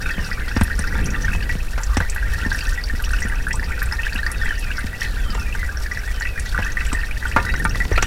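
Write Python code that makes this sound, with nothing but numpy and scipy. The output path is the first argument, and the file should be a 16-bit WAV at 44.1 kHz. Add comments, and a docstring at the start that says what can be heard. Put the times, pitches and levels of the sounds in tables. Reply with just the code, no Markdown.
"""Under a car in a garage, oil drips from a filter that a gloved hand unscrews and patters into a drain pan.
Loud drops, and the ringing and clicking parts of the hand's knocks, are short bubble-like tones through the pan.
Many smaller drops plop, fizz and tick; the knocks add low thuds and rough cracks that ring the filter can.
Rubs are bands of noise, air rumbles at the microphone, hiss and a thin tone lie below,
and a far bird lets its whistles fall."""
import sys
import numpy as np
from scipy import signal
from scipy.io import wavfile
from scipy.ndimage import uniform_filter1d

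SR = 44100
rng = np.random.default_rng(int(sys.argv[2]) if len(sys.argv) > 2 else 0)


def wrap_up_sound(samples):
    """Save the sound to the file named by the first command line argument, as 16-bit audio."""
    columns = np.atleast_2d(samples).T
    # keep every value between -1 and 1, then stretch to whole-number steps
    tamed = np.clip(columns, -1, 1)
    steps = np.round(tamed * 32767).astype(np.int16)
    wavfile.write(sys.argv[1], SR, steps)


N = 355446  # length in samples

# All levels below hold before the final stage, record(), which lifts quiet sounds by about 2 dB.
# loud drops, and the ringing and clicking parts of the hand's knocks:
# (time [s], peak level [dB], pitch [Hz])
DROPS_AND_KNOCKS = [(0.058, -22.5, 2500), (0.093, -24, 2510), (0.102, -25, 1760), (0.1152, -30, 4400),
                    (0.191, -25, 1620), (0.245, -25, 4830), (0.3142, -18, 1764), (0.3303, -26, 4810),
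                    (0.4074, -23.5, 1590), (0.481, -24, 1740), (0.4813, -30, 4460), (0.485, -29.5, 3050),
                    (0.5624, -22, 1670), (0.6097, -24, 8390), (0.6122, -16.5, 1630), (0.6355, -17.5, 10240),
                    (0.6798, -21.5, 1710), (0.7095, -15.5, 1720), (0.79, -19, 1730), (0.7914, -26, 5500),
                    (0.7913, -18.5, 8630), (0.8737, -26.5, 4650), (0.8732, -19, 1660),
                    (0.9243, -18.5, 1690), (0.953, -18, 1406), (0.984, -30, 2200), (0.9893, -19.5, 1540),
                    (1.044, -26, 9900), (1.058, -21.5, 5780), (1.104, -24.5, 5780), (1.2204, -26, 5960),
                    (1.2472, -28, 5600), (1.281, -15.5, 1550), (1.3303, -21.5, 1660), (1.3336, -21, 2430),
                    (1.406, -27, 1760), (1.4237, -22.5, 1720), (1.4264, -27.5, 4300), (1.427, -27, 2700),
                    (1.4933, -16.1, 1830), (1.4959, -23.5, 2330), (1.778, -24, 1240), (1.803, -33, 880),
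                    (1.8332, -20.5, 5800), (1.8355, -26, 6800), (1.9668, -28, 2450), (1.9686, -22, 1545),
                    (1.9693, -21, 5400), (1.969, -20, 7500), (2.003, -12, 1600), (2.0976, -27, 6000),
                    (2.0983, -19.5, 7100), (2.1478, -28, 11500), (2.162, -15.5, 1675), (2.2268, -20, 1464),
                    (2.3425, -24, 1490), (2.4135, -24.5, 2660), (2.449, -18, 1710), (2.5037, -24.5, 3920),
                    (2.5161, -13.5, 1454), (2.5278, -27, 5720), (2.5318, -35, 8000), (2.56, -26.5, 10540),
                    (2.589, -20, 2590), (2.6065, -24, 4570), (2.6099, -22.3, 2720), (2.661, -31, 1470),
                    (2.7308, -31.5, 5700), (2.7414, -30, 1550), (2.7763, -21, 1900), (2.838, -20.5, 4360),
                    (2.898, -21.5, 1600), (3.001, -22.5, 1500), (3.0235, -27, 11500), (3.04, -21, 2830),
                    (3.048, -23, 5330), (3.1065, -20, 1535), (3.1146, -27.5, 8800), (3.1327, -28, 5550),
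                    (3.133, -17, 1430), (3.135, -24.5, 2640), (3.185, -24.5, 2570), (3.2033, -27, 8200),
                    (3.2196, -18, 1780), (3.225, -21, 5470), (3.2847, -26.5, 8860), (3.298, -21.8, 1850),
                    (3.3222, -17.5, 1630), (3.4679, -15.5, 1480), (3.4842, -28.2, 9500), (3.507, -18, 1770),
                    (3.5084, -23.5, 2520), (3.53, -21.5, 5500), (3.5295, -24, 7040), (3.54, -24.5, 1013),
                    (3.5558, -21, 7960), (3.5948, -18, 1830), (3.623, -30.5, 1030), (3.6284, -19.5, 2000),
                    (3.641, -27.5, 4500), (3.7195, -23, 1960), (3.818, -14, 1510), (3.8285, -19, 12600),
                    (3.858, -26.5, 7960), (3.9121, -20.5, 1710), (3.923, -20, 4950), (3.9242, -18.5, 1400),
                    (3.93, -32, 1030), (3.9316, -29, 9870), (3.9889, -21, 1830), (3.994, -23.9, 2330),
                    (4.0326, -19, 2550), (4.0598, -26, 2530), (4.0666, -14.5, 1700), (4.1239, -22, 1550),
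                    (4.1306, -25, 4330), (4.1434, -30, 10280), (4.152, -24, 1520), (4.1585, -18, 2510),
                    (4.1796, -26.5, 3880), (4.1812, -28, 2660), (4.231, -29, 4230), (4.2302, -17.5, 1570),
                    (4.2637, -14.5, 1640), (4.263, -25, 4360), (4.3163, -17, 10140), (4.3812, -32, 4480),
                    (4.4146, -21, 1770), (4.4347, -18, 1460), (4.4477, -33, 7850), (4.4575, -17, 1770),
                    (4.4805, -20, 1510), (4.5071, -16, 1830), (4.579, -33, 5760), (4.594, -24.5, 9800),
                    (4.7056, -23, 1530), (4.7139, -21, 2580), (4.7695, -24.9, 4660), (4.781, -18.5, 1400),
                    (4.7899, -28.5, 9000), (4.93, -23, 1720), (5.0161, -15.5, 1735), (5.0431, -21.5, 1775),
                    (5.3026, -24, 4820), (5.346, -31, 7000), (5.3773, -23.5, 1260), (5.3975, -27, 5000),
                    (5.5257, -23, 2650), (5.5504, -21, 1455), (5.63, -17, 1640), (5.69, -21.5, 1470),
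                    (5.7716, -24, 5400), (5.8605, -21.5, 1700), (5.9132, -18.0, 1920), (5.917, -29, 5230),
                    (5.9727, -17, 1900), (5.9897, -31.5, 5650), (6.0764, -20.5, 1734), (6.2, -26, 6660),
                    (6.2094, -16.5, 1670), (6.221, -31, 4230), (6.2535, -18.5, 1810), (6.271, -22.5, 2480),
                    (6.3774, -17.8, 1910), (6.3958, -28, 5800), (6.3968, -19.5, 8660), (6.4601, -30, 5730),
                    (6.4917, -28.5, 4250), (6.5462, -16, 1384), (6.5777, -11.5, 1626), (6.5805, -29, 2250),
                    (6.6227, -18, 1660), (6.6265, -20.5, 2540), (6.6471, -27, 5760), (6.6629, -19, 1710),
                    (6.7194, -28, 5800), (6.7703, -13, 1870), (6.806, -21.5, 1870), (6.809, -28, 2600),
                    (6.8656, -25.3, 7590), (6.93, -19, 8160), (6.9482, -17, 1870), (7.0329, -20, 1680),
                    (7.1104, -20.2, 2370), (7.226, -20, 1690), (7.2537, -16, 1460), (7.267, -29, 3080),
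                    (7.28, -28.5, 7850), (7.314, -21, 1830), (7.3238, -27, 2590), (7.3634, -3.5, 1270),
                    (7.3649, -19.5, 2300), (7.4644, -21, 1790), (7.4897, -15.5, 1710), (7.4937, -27, 2610),
                    (7.522, -30, 4470), (7.5382, -18.5, 1443), (7.552, -19.5, 1850), (7.5623, -27, 5630),
                    (7.5927, -29, 10070), (7.6208, -23, 1490), (7.6429, -23, 9100), (7.6507, -21.5, 2180),
                    (7.6511, -6, 1447), (7.6947, -24, 5500), (7.709, -25, 2560), (7.7475, -20.8, 1860),
                    (7.8026, -14.5, 1890), (7.9186, -20.5, 1820), (7.9263, -28, 5830), (7.9567, -19, 1830),
                    (7.9597, -24.1, 2370), (7.961, -24, 4100), (7.977, -13, 1246), (7.9773, -13, 2250),
                    (8.024, -17, 2500), (8.025, -15, 5900), (8.0249, -15.5, 6900), (8.0245, -21, 1390)]
# the pan and the hollow under the car: (pitch [Hz], relative level [dB], time to fade by 60 dB [s])
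PAN_MODES = [(906, 14, 0.037), (1030, 1.5, 0.043), (1200, 2, 0.097), (1399, 4.5, 0.1), (1490, 6.5, 0.028),
             (1540, -1, 0.099), (1634, 9.5, 0.037), (1710, 12.5, 0.021), (1830, 11, 0.045), (1946, 6, 0.1),
             (1970, -8, 0.094), (2200, -0.5, 0.049), (2330, 13.5, 0.019), (2624, 8.5, 0.014),
             (2582, 5, 0.12), (2780, -1.5, 0.053), (3142, 0, 0.047), (4520, 0, 0.039), (4680, 2, 0.07),
             (5420, -10, 0.033), (5564, 10, 0.016), (5780, -1.5, 0.086), (6015, 6.5, 0.021)]
# the crowd of small drops: (time [s], guiding level [dB])
PATTER_LEVELS = [(0.0, -32.5), (0.43, -36.5), (0.85, -35), (1.03, -32.5), (1.34, -35), (1.71, -39.5),
                 (2.33, -35.5), (2.94, -37.5), (3.34, -33.5), (3.57, -37.5), (4.6, -35), (4.96, -38),
                 (5.79, -39.5), (6.89, -33.5), (7.18, -37.5), (7.43, -34.5), (7.81, -39.5), (8.06, -33)]
# bumps of the hand and the filter:
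# (time [s], crack peak [dB], crack time to fade by 60 dB [s], thud peak [dB], thud pitch [Hz])
HAND_BUMPS = [(0.18, -29.5, 0.13, -22.5, 183), (0.565, -14.5, 0.07, -12, 232), (0.612, -11, 0.049, -9, 204),
              (0.792, -23.5, 0.055, -21, 192), (1.288, -26, .028, -25, 175),
              (1.349, -21, 0.033, -27.5, 169), (1.553, -24, .028, -21, 175),
              (1.778, -21.5, 0.066, -35, 202), (1.97, -10.5, 0.052, -12.5, 253),
              (2.005, -18, 0.082, -20, 151), (2.462, -24, 0.077, -19, 230), (2.936, -36, .03, -24, 230),
              (3.251, -28, .03, -20, 195), (4.153, -28, .03, -24, 219), (4.842, -31, .03, -20.5, 203),
              (5.295, -28, 0.039, -28, 204), (5.35, -20, 0.04, -47, 149), (6.588, -20.5, 0.11, -21, 216),
              (6.928, -17.5, 0.071, -21, 240), (7.363, -12, 0.13, -14, 226),
              (7.539, -16.5, 0.043, -35, 380), (7.651, -18, 0.051, -19, 200), (7.756, -19, 0.03, -33, 300),
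              (7.852, -21, 0.022, -27, 139), (7.915, -23, 0.12, -15.5, 430),
              (7.977, -13.5, 0.059, -37.5, 480), (8.027, -9, 0.044, -25, 437)]
# the filter can and its seat: (pitch [Hz], relative level [dB], time to fade by 60 dB [s])
CAN_MODES = [(533, -8, 0.3), (624, -20, 0.093), (732, 0, 0.15), (901, -1, 0.27), (958, -3, 0.31),
             (1037, 3.5, 0.091), (1200, 8, 0.1), (1210, 0, 0.05), (1530, 1.5, 0.13), (1770, 12, .07),
             (2140, 11, 0.055), (2830, 3.5, 0.056)]
# the glove and the thread rub: (start [s], end [s], centre [Hz], width [Hz], level [dB])
GLOVE_RUBS = [(1.86, 1.971, 1200, 86, -37.5), (2.355, 2.44, 3800, 2000, -43), (3.61, 3.913, 2430, 74, -47),
              (4.993, 5.153, 4200, 560, -44.5), (6.444, 6.514, 3970, 960, -42.5),
              (7.443, 7.618, 3830, 15, -46.5)]
# air moving at the microphone: (time [s], level of the deep part [dB], level of the upper part [dB])
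RUMBLE_LEVELS = [(0.0, -25.5, -36.5), (0.43, -25, -38.5), (0.83, -20.5, -40.5), (0.99, -22.5, -29),
                 (2.02, -23, -49.5), (2.47, -22.5, -35), (2.8, -24, -45), (3.21, -21, -39),
                 (3.43, -24, -36.5), (3.79, -22.5, -42), (4.04, -26, -44.5), (4.42, -23.5, -37.5),
                 (4.89, -27.5, -44.5), (5.39, -21.5, -36.5), (5.63, -24.5, -44), (6.24, -25.5, -46),
                 (6.82, -23, -39.5), (7.18, -23.5, -45.5), (7.56, -24, -33), (8.06, -21, -37)]
# how the rumble spreads over pitch: (frequency [Hz], relative level [dB per Hz])
RUMBLE_SPECTRUM = [(4.7, -3), (8.0, -1.5), (27, 4), (49, 4), (67, -4.5), (141, -18.5), (222, -22.5),
                   (349, -31), (519, -31), (600, -51), (780, -38), (1320, -120)]
# how the hiss spreads over pitch: (frequency [Hz], relative level [dB per Hz])
HISS_SPECTRUM = [(90, -36), (200, -10), (330, -0.5), (450, 7), (1000, 0), (2000, -11), (3400, -4),
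                 (5600, -10.5), (6800, -10.5), (11700, -11), (16000, -17)]
# falling whistles of the bird, level before its path to the listener:
# (start [s], end [s], first pitch [Hz], last pitch [Hz], middle level [dB])
BIRD_WHISTLES = [(-.02, 0.497, 4030, 1854, -43), (4.305, 4.863, 4070, 1837, -42),
                 (5.045, 5.377, 1970, 1142, -42), (5.122, 5.669, 3800, 1844, -42.5),
                 (6.005, 6.493, 3720, 2055, -47)]

TONE_CYCLES, CYCLES_SPREAD = 5.61, 0.19  # cycles until a tone fades to about a third, give or take this share
FINE_HZ = 3000  # above this pitch the second tone is weaker and the tick softer
THUD_CYCLES = 0.85  # a thud fades to about a third in this many cycles
BODY_HZ, BODY_DB, BODY_CYCLES = 83.3, -2.5, 1.27  # each thud also shakes the microphone's housing
RING_SHARE, RING_T60_S = 0.14, 0.054  # a crack this long gives the can this share; longer ones ring it far more
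LUMP_DB, LUMP_S = 1.77, 0.039  # depth of the lumps in the deep air noise, and the smoothing that sets their length
HISS_DB = -45.5
WHINE_HZ, WHINE_DB = 12022, -65  # a thin steady electrical tone
EDGE_HZ = 15900  # the sound ends above this frequency


def gain_of(db):
    """Turns dB into a plain gain."""
    return 10 ** (np.asarray(db) / 20)


def evened(x):
    """Scales to an average (rms) level of 1."""
    return x / np.sqrt(np.mean(x ** 2) + 1e-20)


def peaked(db, x):
    """Scales to a peak level."""
    return gain_of(db) * x / abs(x).max()


def add(mix, s, sound):
    """Mixes a sound in at time s, cutting off what falls outside."""
    at = round(s * SR)
    sound = sound[max(-at, 0):]
    part = mix[max(at, 0):][:len(sound)]
    part += sound[:len(part)]


def drifting(width):
    """Slow random wandering: noise smoothed twice over this many samples."""
    once = uniform_filter1d(rng.standard_normal(N), width)
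    return evened(uniform_filter1d(once, width))


def fading_modes(modes, t, lift_db):
    """Sums the tones at which a body rings, each fading at its own rate."""
    return sum(gain_of(db + lift - 60 * t / t60) * np.sin(2 * np.pi * hz * t)
               for (hz, db, t60), lift in zip(modes, lift_db))


def noise(spectrum, size):
    """Steady noise from random short-time spectra, shaped on a log-frequency axis."""
    hop = size // 4
    hz = np.fft.rfftfreq(size, 1 / SR)
    f, value = np.transpose(spectrum)
    level_db = np.interp(np.log(hz + 1), np.log(f + 1), value)[:, None]
    a, b = rng.standard_normal((2, len(hz), N // hop + 5))
    return signal.istft((a + 1j * b) * gain_of(level_db), nperseg=size, noverlap=size - hop)[1][:N]


def bubble(hz, cycles, rise=0.093, tick=1.0):
    """A landing tick, then a tone that dies in a few cycles and climbs, as of a bubble nearing the surface."""
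    turns = np.arange(3000) / SR * hz
    cycles = max(cycles, .3)
    bent = turns * (1 + rise * np.minimum(turns / cycles, 3) / 2)
    swell = 1 - np.exp(-turns / .7)
    tone = np.sin(2 * np.pi * bent) * np.exp(-turns / cycles) * swell
    click = np.diff(turns == 0, prepend=0.)  # one sample up, one down
    return tone + tick * click


def pan_response(direct_db=14.0, scatter_db=2.0, scatter_t60=0.041, spot_db=8.0, ring_db=-22.5, dull_hz=11900.0):
    """For one spot: straight path, the modes it favours, and a short scattered tail from the metal overhead."""
    t = np.arange(5000) / SR
    favour_db = spot_db * rng.standard_normal(len(PAN_MODES))
    rings = fading_modes(PAN_MODES, t, favour_db)
    scatter_band = signal.butter(1, [1500.0, 9000.0], "bandpass", fs=SR)
    scatter = signal.lfilter(*scatter_band, rng.standard_normal(len(t)))
    tail = scatter * gain_of(scatter_db - 60 * t / scatter_t60)
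    whole = gain_of(ring_db) * rings + tail + gain_of(direct_db) * (t == 0)
    return signal.lfilter(*signal.butter(2, dull_hz, fs=SR), whole)


def drops_and_knock_parts(spots, second_db=-8.5):
    """Each drop or knock part is a short tone through the pan; a weaker, mostly higher one follows 7 to 21 ms later."""
    out = np.zeros(N)
    chances = rng.random((len(DROPS_AND_KNOCKS), 5))
    for (s, db, hz), (late, small, where, climb, long) in zip(DROPS_AND_KNOCKS, chances):
        pan = spots[int(where * len(spots))]
        cycles = TONE_CYCLES * (1 + CYCLES_SPREAD * (2 * long - 1))
        fine_db = -4.0 * np.log2(max(hz / FINE_HZ, 1))
        first = bubble(hz, cycles, rise=0.142 * climb, tick=1.2 * gain_of(fine_db))
        add(out, s, peaked(db, signal.fftconvolve(first, pan)))
        after = bubble(hz * (.9 + 0.305 * small), 1.37 * cycles, rise=0.218 * climb, tick=0)
        after_db = db + second_db + fine_db - 3.4 * small
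        add(out, s + 0.0066 + 0.014 * late, peaked(after_db, signal.fftconvolve(after, pan)))
    return out


def droplets(spots, lo_hz, hi_hz, per_s, cycles, spread_db):
    """Chance drops at 16 pitches, a few of them much louder, each ringing the pan."""
    out = np.zeros(N)
    for k, hz in enumerate(np.geomspace(lo_hz, hi_hz, 16)):
        lands = rng.random(N) < per_s / 16 / SR
        size = gain_of(spread_db * np.minimum(rng.exponential(1, N), 4)) * lands
        splash = signal.fftconvolve(bubble(hz, cycles, tick=0.9), spots[k % len(spots)])
        out += signal.oaconvolve(size, splash)[:N]
    return evened(out)


def patter(spots):
    """Middle-sized drops plop; smaller ones fizz and tick in clumps."""
    level_db = np.interp(np.arange(N) / SR, *np.transpose(PATTER_LEVELS))
    plops = droplets(spots, 1201, 2685, per_s=450, cycles=7.64, spread_db=4.5)
    ticks = droplets(spots, 3560, 16000, per_s=450, cycles=1.2, spread_db=4.5)
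    fizz = droplets(spots, 2710, 5400, per_s=300, cycles=3.5, spread_db=5.5)
    clumps = drifting(2000)
    plops_and_fizz = plops + gain_of(-13.5 + 2.3 * clumps) * fizz
    # the ticks follow the guiding level only weakly
    tick_db = 0.29 * level_db - 37.0 + 3.55 * clumps
    return gain_of(level_db) * plops_and_fizz + gain_of(tick_db) * ticks


def bumps(dull_hz=2200.0):
    """A low push with no ring, and a rough dull crack, part of which sets the can sounding."""
    t = np.arange(12000) / SR
    can = fading_modes(CAN_MODES, t, np.zeros(len(CAN_MODES)))
    out = np.zeros(N)
    soft = signal.butter(2, [250.0, dull_hz], "bandpass", fs=SR)
    grits = rng.standard_normal((len(HAND_BUMPS), 6000))
    for (s, db, t60, thud_db, hz), grit in zip(HAND_BUMPS, grits):
        add(out, s, peaked(thud_db, bubble(hz, THUD_CYCLES, rise=0, tick=0)))
        add(out, s, peaked(thud_db + BODY_DB, bubble(BODY_HZ, BODY_CYCLES, rise=0, tick=0)))
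        crack = signal.lfilter(*soft, grit) * gain_of(-60 * t[:6000] / max(t60, .003))
        add(out, s, peaked(db, crack))
        ring_share = RING_SHARE * (t60 / RING_T60_S) ** 2
        add(out, s, ring_share * peaked(db, signal.fftconvolve(crack, can)))
    return out


def rubs():
    """Noise in one resonance: a wide one gives a breathy scrape, a narrow one a thin squeak."""
    out = np.zeros(N)
    for s0, s1, hz, width, db in GLOVE_RUBS:
        band = signal.butter(1, [hz - width / 2, hz + width / 2], "bandpass", fs=SR)
        x = signal.lfilter(*band, rng.standard_normal(SR))[-round((s1 - s0) * SR):]
        add(out, s0, gain_of(db) * evened(x) * signal.windows.tukey(len(x), .6))
    return out


def rumble():
    """Moving air as low noise; its deep part is lumpy, and deep and upper parts swell each in their own way."""
    s, deep_db, upper_db = np.transpose(RUMBLE_LEVELS)
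    x = noise(RUMBLE_SPECTRUM, size=4096)
    # level out chance swells first, so that the table sets the loudness
    steady = x / np.sqrt(uniform_filter1d(x ** 2, 9000) + 0.36 * np.mean(x ** 2))
    hz, t, z = signal.stft(steady, SR, nperseg=2048)
    upper_share = np.clip(np.log2((hz + 1) / 70) / 1.17, 0, 1)[:, None]  # blends from 70 to about 157 Hz
    deep = evened(signal.istft(z * (1 - upper_share), SR, nperseg=2048)[1][:N])
    upper = evened(signal.istft(z * upper_share, SR, nperseg=2048)[1][:N])
    lumps_db = LUMP_DB * drifting(round(LUMP_S * SR))
    now = np.arange(N) / SR
    deep_gain = gain_of(np.interp(now, s, deep_db) + lumps_db)
    return deep * deep_gain + upper * gain_of(np.interp(now, s, upper_db))


def bird():
    """Hoarse whistles that slide down evenly in pitch and swell, heard mostly as echoes off walls."""
    out = np.zeros(N)
    for s0, s1, first_hz, last_hz, db in BIRD_WHISTLES:
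        hz = np.geomspace(first_hz, last_hz, round((s1 - s0) * SR))
        # hoarseness: pitch and loudness both waver at random
        tremble, flutter = (evened(uniform_filter1d(v, 500)) for v in rng.standard_normal((2, len(hz))))
        shape_db = db + 5.0 * np.linspace(-1, 1, len(hz)) + 3.5 * flutter
        tone = np.sin(2 * np.pi * np.cumsum(hz * (1 + .014 * tremble)) / SR)
        add(out, s0, gain_of(shape_db) * tone * signal.windows.tukey(len(hz), .3))
    t = np.arange(8000) / SR
    echoes = rng.standard_normal(len(t)) * gain_of(-60 * t / .22)
    echoed = signal.oaconvolve(out, echoes / np.linalg.norm(echoes))[:N]
    return gain_of(-7) * out + echoed


def hiss():
    """Garage air and microphone noise as steady shaped noise, with the thin tone."""
    tone = np.sin(2 * np.pi * WHINE_HZ * np.arange(N) / SR)
    air = evened(noise(HISS_SPECTRUM, size=512))
    return gain_of(HISS_DB) * air + gain_of(WHINE_DB) * tone


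def scene():
    """All sources reach both channels alike; eight spots of the pan each answer in their own way."""
    spots = [pan_response() for spot in range(8)]
    mono = drops_and_knock_parts(spots) + patter(spots) + bumps() + rubs() + rumble() + bird() + hiss()
    return np.array([mono, mono])


def record(dry):
    """A small boost with soft overload on the loudest blows, then the band limit."""
    held = 1.374 * np.tanh(dry / 1.077)
    low_pass = signal.firwin(511, EDGE_HZ, window=("kaiser", 9), fs=SR)
    return signal.oaconvolve(held, low_pass[None], "same")


dry = scene()
out = record(dry)
wrap_up_sound(out)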